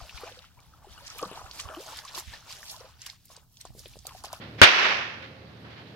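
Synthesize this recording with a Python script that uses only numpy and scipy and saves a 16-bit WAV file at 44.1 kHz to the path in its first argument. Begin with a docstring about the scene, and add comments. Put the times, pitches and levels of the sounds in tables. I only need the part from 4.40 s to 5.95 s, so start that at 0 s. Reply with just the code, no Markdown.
"""Sandals scuff gravel while a motorbike putters far off; then a long whip swishes and cracks, close by.
Footsteps, swish, echoes and air are shaped noise; the motorbike is a smeared train of firing pulses.
The crack is N-shaped shocks with noisy scatter, over a thump of damped sines; ground and trees
return it as a long hiss. A faint sine comes and goes afterwards.
The microphones saturate, and the phone's gain ducks and recovers."""
import sys
import numpy as np
from scipy import signal
from scipy.fft import rfft, irfft
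from scipy.io import wavfile

SR = 44100
rng = np.random.default_rng(int(sys.argv[2]) if len(sys.argv) > 2 else 0)


def to_wav(s):
    """Save 16-bit WAV."""
    ch = np.atleast_2d(s).T  # columns
    pcm = np.round(np.clip(ch, -1, 1) * 32767)  # PCM
    wavfile.write(sys.argv[1], SR, pcm.astype(np.int16))


N = 68355  # length in samples, about 1.55 s

# Scuffs on gravel: start t/s, rise t/s, hold t/s, t60 t/s, level/dB, tilt/(dB per octave)
SCUFFS = [(0, 0.017, 0.0073, 0.59, -44, -1.5), (0.818, 0.0051, 0.023, 0.21, -43.5, -2),
          (1.242, 0.0088, 0.02, 0.38, -49, -4.5), (1.292, 0.02, 0.021, 0.3, -54, 0),
          (1.36, 0.012, .035, 0.2, -49.5, -2), (1.452, .02, 0.017, .4, -57, 3)]
# Spectrum of grinding stones, relative: f/Hz, level/dB
GRAVEL_SPECTRUM = [(300, -5.5), (800, 2.5), (1700, 8), (3500, 4.5), (4700, -3.5), (6500, -23), (8500, -39),
                   (15000, -45)]
# Left-right balance of swish, scuffs and echoes at the two microphones: f/Hz, left minus right level/dB
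PORTS_PAN = [(100, 1.5), (700, -1), (1280, 0), (2350, -4), (4340, -10.5), (7000, -20), (15000, -21)]
# Spectrum of the distant exhaust, relative: f/Hz, level/dB
EXHAUST_SPECTRUM = [(25, -35), (55, -23), (80, -4), (112, 2), (150, -5), (190, -3.5), (270, -10),
                    (400, -11), (550, -14), (900, -26), (2000, -52)]
# Rise and fall of the motorbike around its base level: t/s, level/dB
BIKE_LEVEL = [(0, 4.5), (.15, 6), (.5, -1.5), (.85, -3), (1.1, -4), (1.22, 5.5), (1.35, -0.5), (1.55, 4.5)]
# Spectrum of the open-air background, relative: f/Hz, level/dB
AIR_SPECTRUM = [(25, -38), (50, -26.5), (75, 2.5), (130, -1.5), (250, -5.5), (400, -12), (650, -10.5),
                (1000, -14), (1800, -14.5), (4200, -21.5), (5500, -30), (8000, -45), (15000, -43)]
# Left-right balance of the background: f/Hz, left minus right level/dB
AIR_PAN = [(100, -1), (400, -9.5), (1280, 1.5), (2350, -3), (4340, -12.5), (8000, -4), (15000, 2.5)]
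# Swish of the lash: start t/s, rise t/s, hold t/s, t60 t/s, level/dB
SWISH = (.177, .018, .006, .12, -37)
# The crack, its ground bounce, then a crackle: start t/s, level/dB, scatter t60 t/s, tilt/(dB per octave)
SHOCKS = [(.216, 9.5, 0.09, -1.06), (.23, 3.5, 0.08, 3.5), (0.2348, 4.5, 0.086, 1.5)]
# Spectrum of the crack, relative: f/Hz, level/dB
CRACK_SPECTRUM = [(60, -34.5), (120, -4.5), (250, -7.5), (750, -2), (1050, -4), (1500, 2.5), (2200, -0.5),
                  (2900, 0), (4000, -5.5), (6000, -20.5), (8000, -35), (15000, -60)]
# Left-right balance of the crack: f/Hz, left minus right level/dB
CRACK_PAN = [(200, -4), (380, -1), (690, 4), (1280, 5), (2350, -2), (4340, -5.5), (8000, -10), (15000, 1)]
# Low swings the blast knocks out of the microphones: f/Hz, level/dB before panning, t60 t/s
THUMP = [(95, -1, 0.1), (133.8, -9.5, .1), (205, -1, 0.065), (358, -9.5, 0.082)]
# Returns from the nearby ground and the trees: start t/s, rise t/s, hold t/s, t60 t/s, level/dB
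ECHOES = [(0.222, 0.0059, 0.011, 0.38, -1.5), (0.318, 0.07, 0.078, 0.83, -20.5)]
# Spectrum of the returning hiss, also used for the swish, relative: f/Hz, level/dB
ECHO_SPECTRUM = [(70, -44.5), (170, -21), (380, -8), (630, -5.5), (1000, -2.5), (1700, 2), (2600, 1.5),
                 (3900, -8.5), (5700, -17), (6800, -31.5), (8200, -45.5), (15000, -55.5)]

GRIT_DB = 2.6  # mean random boost of each grain
FIRING_HZ, BIKE_JITTER = 37.5, .02  # mean firing rate; spread of the gaps as a fraction of one period
BIKE_DB, BIKE_SCATTER_DB, BIKE_PATHS_T60_S = -49.5, 3.5, 0.56
AIR_DB = -50
PORTS_ALIKE_HZ = 520  # well below this both microphones hear nearly the same
SHOCK_S, SHOCK_DB = .0005, -2.5  # length of the N-shaped wave; its height over the scatter
THUMP_PAN_DB, THUMP_LAG_S = -8.5, 0.0023  # left minus right; delay of the left
TREBLE_LOSS_DB_PER_S_KHZ, ECHO_MIDDLE_S = 2.5, 0.27
ECHO_GRAIN_DB, ECHO_GRAINS_PER_S = 1.1, 400
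WHINE_HZ = 531
OVERLOAD_DB, LOW_CUT_HZ = 9.5, 62
CEILING_DB, RECOVER_DB_PER_S, LIMITER_ATTACK_S = -4.5, 30, .004
RUMBLE_HZ, RUMBLE_TRIP_DB, RUMBLE_CUT_DB = 170, -13, -8
RUMBLE_HOLD_S, RUMBLE_SLEW_S = 0.16, .06
CLIP_KNEE = 6  # higher is harder
TOP_HZ = 15400


def undb(db):
    """Turn decibels into an amplitude factor."""
    return 10 ** (np.asarray(db) / 20)


def curve(points):
    """Spread a (f/Hz, level/dB) table over every frequency bin, along log frequency."""
    hz, db = np.array(points, float).T
    bins_hz = np.fft.rfftfreq(N, 1 / SR)
    return np.interp(np.log(bins_hz + 1), np.log(hz), db)


def tilt(points, db_per_octave):
    """Lean a spectrum about 2 kHz."""
    return [(hz, db + db_per_octave * np.log2(hz / 2000)) for hz, db in points]


def colour(x, points):
    """Multiply a sound's spectrum by a curve and bring it to rms 1."""
    y = irfft(rfft(x) * undb(curve(points)), N)
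    return y / y.std()


def ring(x, points):
    """Filter causally, with minimum phase and unit energy, so nothing sounds ahead of the hit."""
    cepstrum = irfft(curve(points) * np.log(10) / 20, N)
    # folding the cepstrum onto positive time gives minimum phase
    cepstrum[1:N // 2] *= 2
    cepstrum[N // 2:] = 0
    response = irfft(np.exp(rfft(cepstrum)), N)
    response = response / np.sqrt(np.sum(response ** 2))
    return signal.fftconvolve(x, response)[:N]


def place(x, pan):
    """Tilt a stereo pair left or right, frequency by frequency."""
    gains = undb(np.outer([.5, -.5], curve(pan)))
    return irfft(rfft(x) * gains, N)


def diffuse(points):
    """Noise from all around: nearly alike at both microphones in the bass, unrelated well above."""
    alike = .93 / (1 + (np.fft.rfftfreq(N, 1 / SR) / PORTS_ALIKE_HZ) ** 4)
    mid, side = rfft(rng.standard_normal((2, N)))
    shared = mid * np.sqrt(1 + alike)
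    opposed = np.outer([1, -1], side * np.sqrt(1 - alike))
    return colour(irfft(shared + opposed, N), points)


def fade(age, t60):
    """Instant attack, then an exponential release of 60 dB per t60."""
    return (age >= 0) * np.exp(-np.log(1000) * np.maximum(age, 0) / t60)


def swell(t, start, rise, hold, t60, db):
    """Linear rise, hold and exponential release."""
    attack = np.clip((t - start) / rise, 0, 1)
    release = fade(np.maximum(t - start - rise - hold, 0), t60)
    return undb(db) * attack * release


def footsteps(t):
    """Sandals grind small stones: uneven noise grains, each scuff with its own brightness."""
    grains = rng.standard_normal((2, N)) * undb(GRIT_DB * rng.exponential(size=N))
    steps = 0
    for *shape, lean in SCUFFS:
        steps = steps + colour(grains, tilt(GRAVEL_SPECTRUM, lean)) * swell(t, *shape)
    return place(steps, PORTS_PAN)


def motorbike(t):
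    """Slightly uneven firings of a distant single cylinder, smeared by many paths into a low note."""
    chance = rng.standard_normal((80, 2))
    at = (np.cumsum(1 + BIKE_JITTER * chance[:, 0]) - 1) * SR / FIRING_HZ
    inside = (at >= 0) & (at < N)
    pulses = np.zeros(N)
    pulses[at[inside].astype(int)] = undb(BIKE_SCATTER_DB * chance[inside, 1])
    # the paths smear phase only; the exhaust curve sets the colour
    paths = rfft(rng.standard_normal(N) * fade(t, BIKE_PATHS_T60_S))
    smeared = irfft(rfft(pulses) * paths / np.abs(paths), N)
    level_db = BIKE_DB + np.interp(t, *np.array(BIKE_LEVEL).T)
    return undb(level_db) * colour(smeared, EXHAUST_SPECTRUM)


def background_air():
    """A steady bed of diffuse noise from the open air."""
    return undb(AIR_DB) * place(diffuse(AIR_SPECTRUM), AIR_PAN)


def swish(t):
    """The lash tears the air: a short swell of diffuse noise that starts just before the crack."""
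    return place(diffuse(ECHO_SPECTRUM), PORTS_PAN) * swell(t, *SWISH)


def crack(t):
    """N-shaped shocks, each with dense scatter behind it; the ground bounce and the later crackle are brighter."""
    snap = 0
    for start, db, t60, lean in SHOCKS:
        age = t - start
        n_wave = (age >= 0) * (age < SHOCK_S) * (1 - 2 * age / SHOCK_S)
        scatter = fade(age, t60) * rng.standard_normal((2, N))
        push = undb(db) * (undb(SHOCK_DB) * n_wave + scatter)
        spectrum = tilt(CRACK_SPECTRUM, lean)
        snap = snap + np.array([ring(side, spectrum) for side in push])
    return place(snap, CRACK_PAN)


def thump(t):
    """The blast jolts the microphones into low, quickly damped swings, the right one first and harder."""
    lag = np.array([[THUMP_LAG_S], [0]])
    age = t - SHOCKS[0][0] - lag
    swings = sum(undb(db) * np.sin(2 * np.pi * hz * age) * fade(age, t60) for hz, db, t60 in THUMP)
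    return swings * undb(THUMP_PAN_DB * np.array([[.5], [-.5]]))


def echoes(t):
    """Countless stones and leaves return the crack as grainy hiss, duller as the paths get longer."""
    hz, when, bins = signal.stft(diffuse(ECHO_SPECTRUM), SR, nperseg=512)
    # the balance pivots at 2 kHz: brighter ahead of the middle time, duller after it
    loss_db = TREBLE_LOSS_DB_PER_S_KHZ * np.outer(hz / 1000 - 2, when - ECHO_MIDDLE_S)
    wash = signal.istft(bins * undb(-loss_db), SR)[1][:, :N]
    knots = np.arange(0, t[-1], 1 / ECHO_GRAINS_PER_S)
    grain = undb(ECHO_GRAIN_DB * np.interp(t, knots, rng.standard_normal(len(knots))))
    envelope = sum(swell(t, *row) for row in ECHOES)
    return place(wash * grain, PORTS_PAN) * envelope


def whine(t):
    """A faint sine of steady pitch comes and goes in the distance."""
    return np.sin(2 * np.pi * WHINE_HZ * t) * swell(t, start=.72, rise=.13, hold=.2, t60=.3, db=-54)


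def limiter(x):
    """The gain drops within milliseconds of a loud sound and climbs back at a steady rate in dB."""
    k = 1 / (LIMITER_ATTACK_S * SR)
    power = signal.lfilter([k], [1, k - 1], np.mean(x ** 2, axis=0))
    over_db = np.maximum(10 * np.log10(power + 1e-12) - CEILING_DB, 0)
    climb_db = RECOVER_DB_PER_S * np.arange(N) / SR
    return x * undb(climb_db - np.maximum.accumulate(over_db + climb_db))


def rumble_suppressor(x):
    """A loud burst of bass turns the bass down for a moment."""
    bass = signal.sosfiltfilt(signal.butter(2, RUMBLE_HZ, fs=SR, output="sos"), x)
    index = np.arange(N)
    tripped = np.abs(bass).max(axis=0) > undb(RUMBLE_TRIP_DB)
    since = index - np.maximum.accumulate(np.where(tripped, index, -N))
    held = 1. * (since < RUMBLE_HOLD_S * SR)
    slew = np.hanning(int(RUMBLE_SLEW_S * SR) + 3)
    on = signal.fftconvolve(held, slew / slew.sum())[:N]
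    return x + bass * (undb(RUMBLE_CUT_DB * on) - 1)


def scene():
    """Sum the air, the whip and its surroundings."""
    t = np.arange(N) / SR
    air = background_air()
    whip = crack(t) + thump(t) + echoes(t) + swish(t)
    roadside = footsteps(t) + motorbike(t) + whine(t)
    return air + whip + roadside


def record(dry):
    """The microphones saturate; the phone cuts deep bass, limits, holds down rumble, clips, cuts the top."""
    hot = undb(OVERLOAD_DB) * np.tanh(dry / undb(OVERLOAD_DB))
    hot = signal.sosfilt(signal.butter(2, LOW_CUT_HZ, "high", fs=SR, output="sos"), hot)
    out = rumble_suppressor(limiter(hot))
    out = out / (1 + np.abs(out) ** CLIP_KNEE) ** (1 / CLIP_KNEE)
    top_cut = signal.ellip(8, .2, 70, TOP_HZ, fs=SR, output="sos")
    return np.clip(signal.sosfilt(top_cut, out), -1, 1)


dry = scene()
out = record(dry)
to_wav(out)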